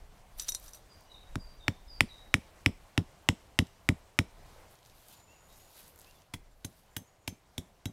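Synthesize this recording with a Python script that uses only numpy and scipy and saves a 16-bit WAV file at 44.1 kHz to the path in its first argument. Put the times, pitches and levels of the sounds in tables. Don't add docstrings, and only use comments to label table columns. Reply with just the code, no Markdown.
import sys
import numpy as np
from scipy import signal
from scipy.io import wavfile

SR = 44100
rng = np.random.default_rng(int(sys.argv[2]) if len(sys.argv) > 2 else 0)


def elevation(decibels):
    levels = np.asarray(decibels, float)
    return 10 ** (levels / 20)


def int16_out(signal):
    q = np.round(np.clip(np.atleast_2d(signal).T, -1, 1) * 32767)
    wavfile.write(sys.argv[1], SR, q.astype(np.int16))


N = 349272

# start_s, crack_peak_db, lower_knock_hz, upper_knock_hz, thump_db
NEAR_BLOWS = [
    (1.355, -23.5, 1260, 2340, -24),
    (1.68, -11, 1820, 2138, -20),
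    (2.006, -2.5, 2100, 2360, -21),
    (2.34, -4, 1920, 2215, -17.5),
    (2.66, -4.5, 2090, 2393, -15),
    (2.976, -11, 1860, 2666, -14),
    (3.287, -6.5, 2050, 2600, -15),
    (3.588, -8, 1940, 2740, -14),
    (3.888, -8, 1924, 2120, -13),
    (4.188, -7, 1953, 2244, -15.5),
]
# start_s, crack_peak_db, knock_hz, thump_db, grind_s
FAR_BLOWS = [
    (6.337, -29, 3380, -31.5, 0.0045),
    (6.6457, -34.5, 3580, -30, 0.00056),
    (6.9648, -27.5, 3340, -31.5, 0.00022),
    (7.2774, -20.5, 3520, -28.5, 0.0016),
    (7.58, -23.5, 3490, -27.5, 0.0009),
    (7.8556, -28, 3380, -24.5, 0.0018),
]
# start_s, peak_db, knock_hz
GRAZES = [
    (6.6481, -34, 6200),
    (6.966, -28, 2720),
    (7.2755, -40, 3340),
    (7.579, -38.5, 3540),
]
# pitch_hz, level_db, t60_s
ROCK_MODES = [(676, -13, 0.0068), (924, -7.5, 0.0079), (1463, -6.5, 0.0075), (3800, -9.5, 0.0076),
              (4550, -8.5, 0.0047), (5402, -5, 0.0043), (6200, -14.5, 0.0057), (7480, -10, 0.0037),
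              (9000, -13.5, 0.0036), (11500, -19, 0.0033), (14660, -25.5, 0.0036)]
# pitch_hz, level_db, t60_s, arrival_s, polarity
SOIL_WAVES = [(273, 0.5, .035, 0.00361, -0.83), (93, 2, 0.07, 0.00488, 0.66), (74, -21, .16, .01, 1),
              (175, -8, 0.093, .008, 0.83)]
# start_s, level_db
REBOUNDS = [(1.379, -36), (1.7, -35), (1.706, -31.5), (2.036, -25), (2.045, -38), (2.382, -30),
            (2.693, -25), (3.006, -38), (3.017, -33), (3.327, -28), (3.623, -20), (3.922, -23.5),
            (4.203, -28.5), (4.212, -29), (7.005, -44.5), (7.016, -40), (7.325, -37), (7.593, -34),
            (7.868, -41), (7.895, -36.5)]
# start_s, pitch_hz, level_db, t60_s
STAKE_RING = [
    (6.648, 6250, -42, 0.051),
    (6.968, 6230, -52.5, 0.23),
    (7.279, 6290, -48.5, 0.18),
    (7.858, 6250, -55, 0.17),
    (7.858, 3854, -45, 0.095),
]
# start_s, tick_db, ring_db, best_excited_hz
JINGLE_TOUCHES = [(.378, -52, -58, 10500), (.385, -44, -48, 10700), (0.397, -21, -43.5, 4860),
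                  (.4, -29, -43, 6000), (.417, -42, -49, 11500), (.422, -44, -44, 8400),
                  (.433, -46, -52, 5500), (.445, -41, -52, 5000), (0.4835, -22, -50, 5000),
                  (0.4879, -25, -35.5, 4970), (0.491, -24.5, -35.5, 8000), (.496, -44, -38, 11000),
                  (0.5209, -29, -41.5, 6080), (0.5423, -39, -54, 7000), (.548, -21, -36, 5900),
                  (0.5518, -37, -38, 5100), (.598, -43.5, -64, 11000), (0.64, -49, -57, 11000),
                  (0.68, -40, -61, 6000), (.691, -43, -64, 8000), (.708, -50, -64.5, 9000),
                  (0.734, -37, -57.5, 6000), (.747, -53, -50.5, 8500), (.772, -56, -61, 6000),
                  (1.008, -54, -74, 9000)]
# pitch_hz, level_db, t60_s
STAKE_MODES = [(2900, -32, 0.12), (3800, 0, 0.067), (4196, -11.5, 0.091), (4780, -11, 0.0426),
               (5700, -11, 0.08), (5930, 5.5, 0.036), (6250, -25, 0.053), (6800, -15, 0.088),
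               (7420, -15, 0.12), (8100, -27, 0.052), (8400, -11, 0.1), (9800, -14, 0.1),
               (9870, -11.5, 0.12), (10600, -14, 0.068), (11000, -7, .08), (11800, -26, 0.039),
               (12700, -3, 0.066), (14060, -16, 0.049), (14630, -10, 0.065)]
# peak_s, level_db, swell_s, fade_s
RUSTLE_PULLS = [(.398, -48, 0.016, 0.064), (.482, -51, .02, 0.02), (.688, -57.5, 0.21, 0.03),
                (.746, -58, .03, 0.044), (4.72, -63.5, 0.026, 0.074), (4.87, -66, 0.038, .06),
                (5.0, -70, 0.11, 0.16), (5.13, -61, 0.18, 0.067), (5.2, -74, .03, 0.054),
                (5.33, -77, 0.056, .15), (5.54, -67.5, 0.11, 0.27), (5.65, -72, 0.18, 0.034),
                (5.79, -58.5, 0.094, 0.13), (5.89, -71, .15, 0.019), (6.02, -68.5, 0.1, .2),
                (6.1, -72, 0.106, 0.025), (6.222, -79, 0.17, .006), (6.8, -70.5, 0.32, .16)]
# freq_hz, density_db_per_hz
FABRIC_SPECTRUM = [(880, -40), (1500, -1), (2010, -9.5), (3060, -1), (3520, 2), (7620, -4.5), (12600, 0.5),
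                   (15700, -6), (16500, -10)]
# start_s, peak_db
LITTER_SNAPS = [(3.669, -40.5), (4.7544, -46.5), (4.7894, -51), (4.8297, -48), (4.8504, -47), (4.8606, -45),
                (4.8973, -43), (5.1424, -49.5), (5.2044, -56), (5.5024, -50), (5.9044, -52), (6.0075, -45),
                (6.0454, -44.5), (6.11, -44), (6.1429, -55.5), (6.2194, -50)]
# start_s, peak_db
TARP_SNAPS = [(5.0844, -44), (5.1264, -45), (5.5268, -48.5), (5.7144, -52.5), (5.7694, -46), (5.8795, -44),
              (5.9594, -45.5), (5.9774, -50), (5.9892, -43.5), (5.9974, -43), (6.0152, -41), (6.0711, -54)]
# start_s, high_hz, high_db, low_hz, low_db
SONG = [
    (0.889, 4740, -63, 3800, -58),
    (1.39, 4700, -56.5, 3590, -56),
    (1.88, 4650, -53, 3800, -55.5),
]
# start_s, length_s, pitch_hz, level_db
SEEPS = [
    (5.098, 0.19, 7020, -68.5),
    (5.271, 0.26, 6860, -68.5),
    (5.53, 0.162, 6800, -69.5),
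    (6.9, .075, 7100, -74.5),
    (7.05, .063, 6850, -71),
    (7.2, 0.068, 6850, -72.5),
]
# start_s, length_s, first_hz, last_hz, level_db
WARBLES = [
    (1.055, 0.13, 2980, 2900, -69),
    (1.866, .065, 3680, 3650, -68),
    (5.278, 0.074, 2600, 2820, -64.5),
    (5.33, 0.0687, 2860, 2500, -70),
    (5.49, 0.077, 3750, 3800, -66.5),
    (6.059, .06, 2468, 2862, -63.5),
    (6.15, 0.04, 3562, 3410, -68),
    (6.51, .03, 7500, 7200, -74),
]
# freq_hz, level_db, early_t60_s, late_db, late_t60_s
TRUNK_ECHOES = [(402, -39.5, 0.1, -15.5, .5), (780, -44, 0.086, -21.5, .6), (1520, -45.5, 0.067, -26, 0.81),
                (2600, -50, 0.04, -13.5, 0.45), (4537, -41, 0.049, -13, 0.3),
                (8000, -40.5, 0.089, -18, 0.54), (13300, -34, .05, -17, 0.24)]
# time_s, wind_db, forest_air_db
AIR_LEVELS = [(0.0, -51, -65.5), (1.3, -60, -64.5), (1.899, -52, -64.5), (2.9, -64.5, -64),
              (4.2, -61.5, -66), (4.6, -53.5, -61), (4.85, -75, -67), (6.2, -66, -66), (6.26, -61, -69.5),
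              (7.28, -73, -70), (7.92, -67, -69)]
# freq_hz, density_db_per_hz
WOODS_SPECTRUM = [(35, -31.5), (60, -4), (108, -8), (264, -18.5), (366, -16.5), (464, -16), (815, -12.5),
                  (1190, -22.5), (1300, -21.5), (4750, -29.5), (7420, -31.5), (15400, -38.5), (16500, -57)]


def rms_one(x):
    return x / np.sqrt(np.mean(x ** 2) + 1e-20)


def band(x, low_hz, high_hz):
    edges_hz = [low_hz, min(high_hz, 0.45 * SR)]
    return signal.sosfilt(signal.butter(2, edges_hz, "band", fs=SR, output="sos"), x)


def drift(rate_hz, size=N):
    r = np.exp(-2 * np.pi * rate_hz * 8 / SR)
    noise = rng.standard_normal(size // 8 + 4002)
    slow = signal.lfilter([1], [1, -2 * r, r * r], noise)[4000:]
    return np.interp(np.arange(size) / 8, np.arange(len(slow)), rms_one(slow))


def add(out, start_s, sound):
    i = round(start_s * SR)
    out[i:i + len(sound)] += sound[:N - i]


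def mode(pitch_hz, t60_s):
    t = np.arange(int(t60_s * SR) + 2) / SR
    return np.sin(2 * np.pi * pitch_hz * t) * elevation(-60 * t / t60_s)


def soften(x, corner_hz):
    r = np.exp(-2 * np.pi * corner_hz / SR)
    return signal.lfilter([(1 - r) ** 2], [1, -2 * r, r * r], x)


def coloured(spectrum, patchy_db, grain=1):
    freq_hz, density_db = np.transpose(spectrum)
    white = rng.standard_normal((2, N)) * grain
    together = drift(6.3)
    edges_hz = freq_hz[0] * 2 ** np.arange(0, np.log2(16800 / freq_hz[0]) + 0.5, 0.5)
    out = 0
    for k, (low_hz, high_hz) in enumerate(zip(edges_hz, edges_hz[1:])):
        gain_db = np.interp(np.log(low_hz * high_hz) / 2, np.log(freq_hz), density_db)
        flicker_db = patchy_db * (0.49 * together + drift(14.0))
        out = out + elevation(gain_db + flicker_db) * band(white[k % 2], low_hz, high_hz)
    return rms_one(out)


def crack(knocks_hz, bright_db, grind_s, grit_db):
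    t = np.arange(1800) / SR
    chance = rng.standard_normal((2, len(t)))
    contacts = chance[0] ** 3 * 0.31 * np.exp(-t / grind_s) * (t < 3 * grind_s)
    contacts[0] = 1
    modes = [(hz, 0, 0.006) for hz in knocks_hz]
    modes += [(hz, db + bright_db, t60_s) for hz, db, t60_s in ROCK_MODES]
    body = np.zeros(len(t))
    for (hz, db, t60_s), (tune, force) in zip(modes, rng.standard_normal((len(modes), 2))):
        ringing = mode(hz * (1 + 0.015 * tune), t60_s)
        body[:len(ringing)] += elevation(db + 1.5 * force) * ringing
    contact_s = 0.00032
    body *= 1 - np.exp(-(t / contact_s) ** 2)
    out = np.convolve(contacts, body)[:len(t)]
    grit = band(chance[1], 1200, 14000) * np.exp(-t / (0.0012 + grind_s))
    return out / np.abs(out).max() + elevation(grit_db) * grit


def near_cracks():
    out = np.zeros(N)
    for start_s, peak_db, lower_hz, upper_hz, _ in NEAR_BLOWS:
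        bright_db = -2 - 0.16 * peak_db
        sound = crack([lower_hz, upper_hz], bright_db, grind_s=2e-5, grit_db=bright_db - 18.5)
        add(out, start_s + 0.000987, elevation(peak_db + 0.5) * sound)
    return out


def far_cracks():
    out = np.zeros(N)
    body_hz = 2100
    for start_s, peak_db, knock_hz, _, grind_s in FAR_BLOWS:
        sound = crack([knock_hz, body_hz], 2.4, max(grind_s, 1e-4), grit_db=-8)
        add(out, start_s, elevation(peak_db) * sound)
    for start_s, peak_db, knock_hz in GRAZES:
        add(out, start_s, elevation(peak_db) * crack([knock_hz], 2.6, grind_s=0.0017, grit_db=1.5))
    return out


def thump(out, start_s, level_db, rumble_s, soft_hz):
    for (hz, db, t60_s, arrival_s, polarity), tune in zip(SOIL_WAVES, rng.standard_normal(len(SOIL_WAVES))):
        wave = soften(mode(hz * (1 + 0.03 * tune), t60_s), soft_hz)
        add(out, start_s + arrival_s, polarity * elevation(level_db + db) * wave)
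    t = np.arange(SR // 5) / SR
    rumble = band(rng.standard_normal(len(t)) * np.exp(-t / rumble_s), 58, 340)
    add(out, start_s + 0.012, elevation(level_db - 2.5) * rumble)


def ground_blows():
    out = np.zeros(N)
    for start_s, _, _, _, thump_db in NEAR_BLOWS:
        thump(out, start_s, thump_db, rumble_s=0.019, soft_hz=567)
    for start_s, _, _, thump_db, _ in FAR_BLOWS:
        thump(out, start_s - 0.002, thump_db, rumble_s=0.035, soft_hz=430)
    for start_s, level_db in REBOUNDS:
        add(out, start_s, -elevation(level_db + 2.5) * soften(mode(233, 0.029), 360))
    out = signal.sosfilt(signal.butter(2, 56, "high", fs=SR, output="sos"), out)
    for start_s, hz, level_db, t60_s in STAKE_RING:
        for tune in rng.standard_normal(5) * 0.012:
            add(out, start_s, elevation(level_db - 6.5) * mode(hz * (1 + tune), t60_s))
    return out


def jingle():
    out = np.zeros(N)
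    t = np.arange(600) / SR
    for start_s, tick_db, ring_db, best_hz in JINGLE_TOUCHES:
        chance = rng.standard_normal((len(STAKE_MODES), 2)) * [4, 0.004]
        for (hz, db, t60_s), (force_db, tune) in zip(STAKE_MODES, chance):
            level_db = ring_db + db + force_db - 9 * np.log2(hz / best_hz) ** 2
            add(out, start_s, elevation(level_db) * mode(hz * (1 + tune), t60_s))
        burst = rng.standard_normal(len(t)) * np.exp(-t / 0.0021)
        add(out, start_s, elevation(tick_db) * band(burst, best_hz / 1.2, best_hz * 1.6))
    return out


def rustle():
    t = np.arange(N) / SR
    level = np.zeros(N)
    for peak_s, level_db, swell_s, fade_s in RUSTLE_PULLS:
        before = (peak_s - t) / max(swell_s, 0.003)
        after = (t - peak_s) / max(fade_s, 0.003)
        level += elevation(level_db - 15.5 * np.where(t < peak_s, before, after))
    grain = elevation(1.4 * drift(150))
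    out = level * elevation(2.0) * coloured(FABRIC_SPECTRUM, patchy_db=1.54, grain=grain)
    for snaps, centre_hz in (LITTER_SNAPS, 5200), (TARP_SNAPS, 12800):
        for start_s, peak_db in snaps:
            burst = rng.standard_normal(300) * np.exp(-t[:300] / 0.0015)
            add(out, start_s, elevation(peak_db - 1.5) * band(burst, centre_hz / 2.0, centre_hz * 1.43))
    return out


def whistle(length_s, first_hz, last_hz, level_db, rough_db, bend=2.7):
    u = np.linspace(0, 1, int(length_s * SR))
    glide_hz = last_hz + (first_hz - last_hz) * (1 - u) ** bend
    pitch_hz = glide_hz * (1 + 0.0022 * rough_db * drift(120, len(u)))
    flutter_db = 0.64 * rough_db * drift(70.5, len(u))
    swell = np.sin(np.pi * u ** 0.7) ** 0.5 * elevation(level_db - 2.5 + flutter_db)
    return swell * np.sin(2 * np.pi * np.cumsum(pitch_hz) / SR)


def two_note_song():
    out = np.zeros(N)
    for start_s, high_hz, high_db, low_hz, low_db in SONG:
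        slide = 1.045 + 0.017 * max(high_db + 56, 0)
        add(out, start_s, whistle(0.11, high_hz * slide, high_hz, high_db, rough_db=4.5))
        low_s = start_s + 0.205
        add(out, low_s - 0.025, whistle(0.044, 5900, 5900, low_db - 16, rough_db=5.0))
        add(out, low_s, whistle(0.11, low_hz * 1.045, low_hz, low_db, rough_db=8.0))
    return out


def seeps():
    out = np.zeros(N)
    for start_s, length_s, hz, level_db in SEEPS:
        add(out, start_s, whistle(length_s, hz * 1.012, hz, level_db, rough_db=5.0))
    return out


def warbler():
    out = np.zeros(N)
    for start_s, length_s, first_hz, last_hz, level_db in WARBLES:
        add(out, start_s, whistle(length_s, first_hz, last_hz, level_db + 2, rough_db=1.3, bend=1.5))
    return out


def forest(x):
    t = np.arange(SR // 2) / SR
    echo = 0
    for hz, level_db, early_t60_s, late_db, late_t60_s in TRUNK_ECHOES:
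        early = elevation(level_db - 60 * t / early_t60_s)
        late = elevation(level_db + late_db - 60 * t / late_t60_s)
        echo = echo + (early + late) * band(rng.standard_normal(len(t)), hz / 1.39, hz * 1.424)
    return signal.fftconvolve(x, echo * np.minimum(t / 0.0037, 1))[:N]


def canopy(song):
    t = np.arange(SR // 2) / SR
    echo = rng.standard_normal(len(t)) * elevation(-31.5 - 60 * t / 0.56)
    return signal.fftconvolve(song, echo)[:N]


def background():
    time_s, wind_db, air_db = np.transpose(AIR_LEVELS)
    t = np.arange(N) / SR
    wind = rms_one(band(rng.standard_normal(N), 12, 36) * elevation(5.2 * drift(4)))
    leaves = coloured(WOODS_SPECTRUM, patchy_db=1.3)
    wind_gain = elevation(np.interp(t, time_s, wind_db) + 3.0)
    leaves_gain = elevation(np.interp(t, time_s, air_db) + 4.5)
    return wind_gain * wind + leaves_gain * leaves


def scene():
    near = near_cracks() + jingle()
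    far = far_cracks()
    song = two_note_song() + seeps()
    warble = warbler()
    far_knock = band(far, 1560, 2730)
    echoes = forest(near + elevation(6.0) * far + elevation(7.5) * far_knock)
    echoes = echoes + canopy(song + elevation(-10) * warble)
    mix = near + far + ground_blows() + song + warble + echoes + rustle() + background()
    return mix[None]


def low_pass(x):
    return signal.sosfilt(signal.butter(12, 17020, fs=SR, output="sos"), x)


def record(dry):
    x = signal.sosfilt(signal.butter(1, 15, "high", fs=SR, output="sos"), dry)
    x = signal.sosfilt(signal.cheby2(8, 50, 17000, fs=SR, output="sos"), x)
    return low_pass(x)


dry = scene()
out = record(dry)
int16_out(out)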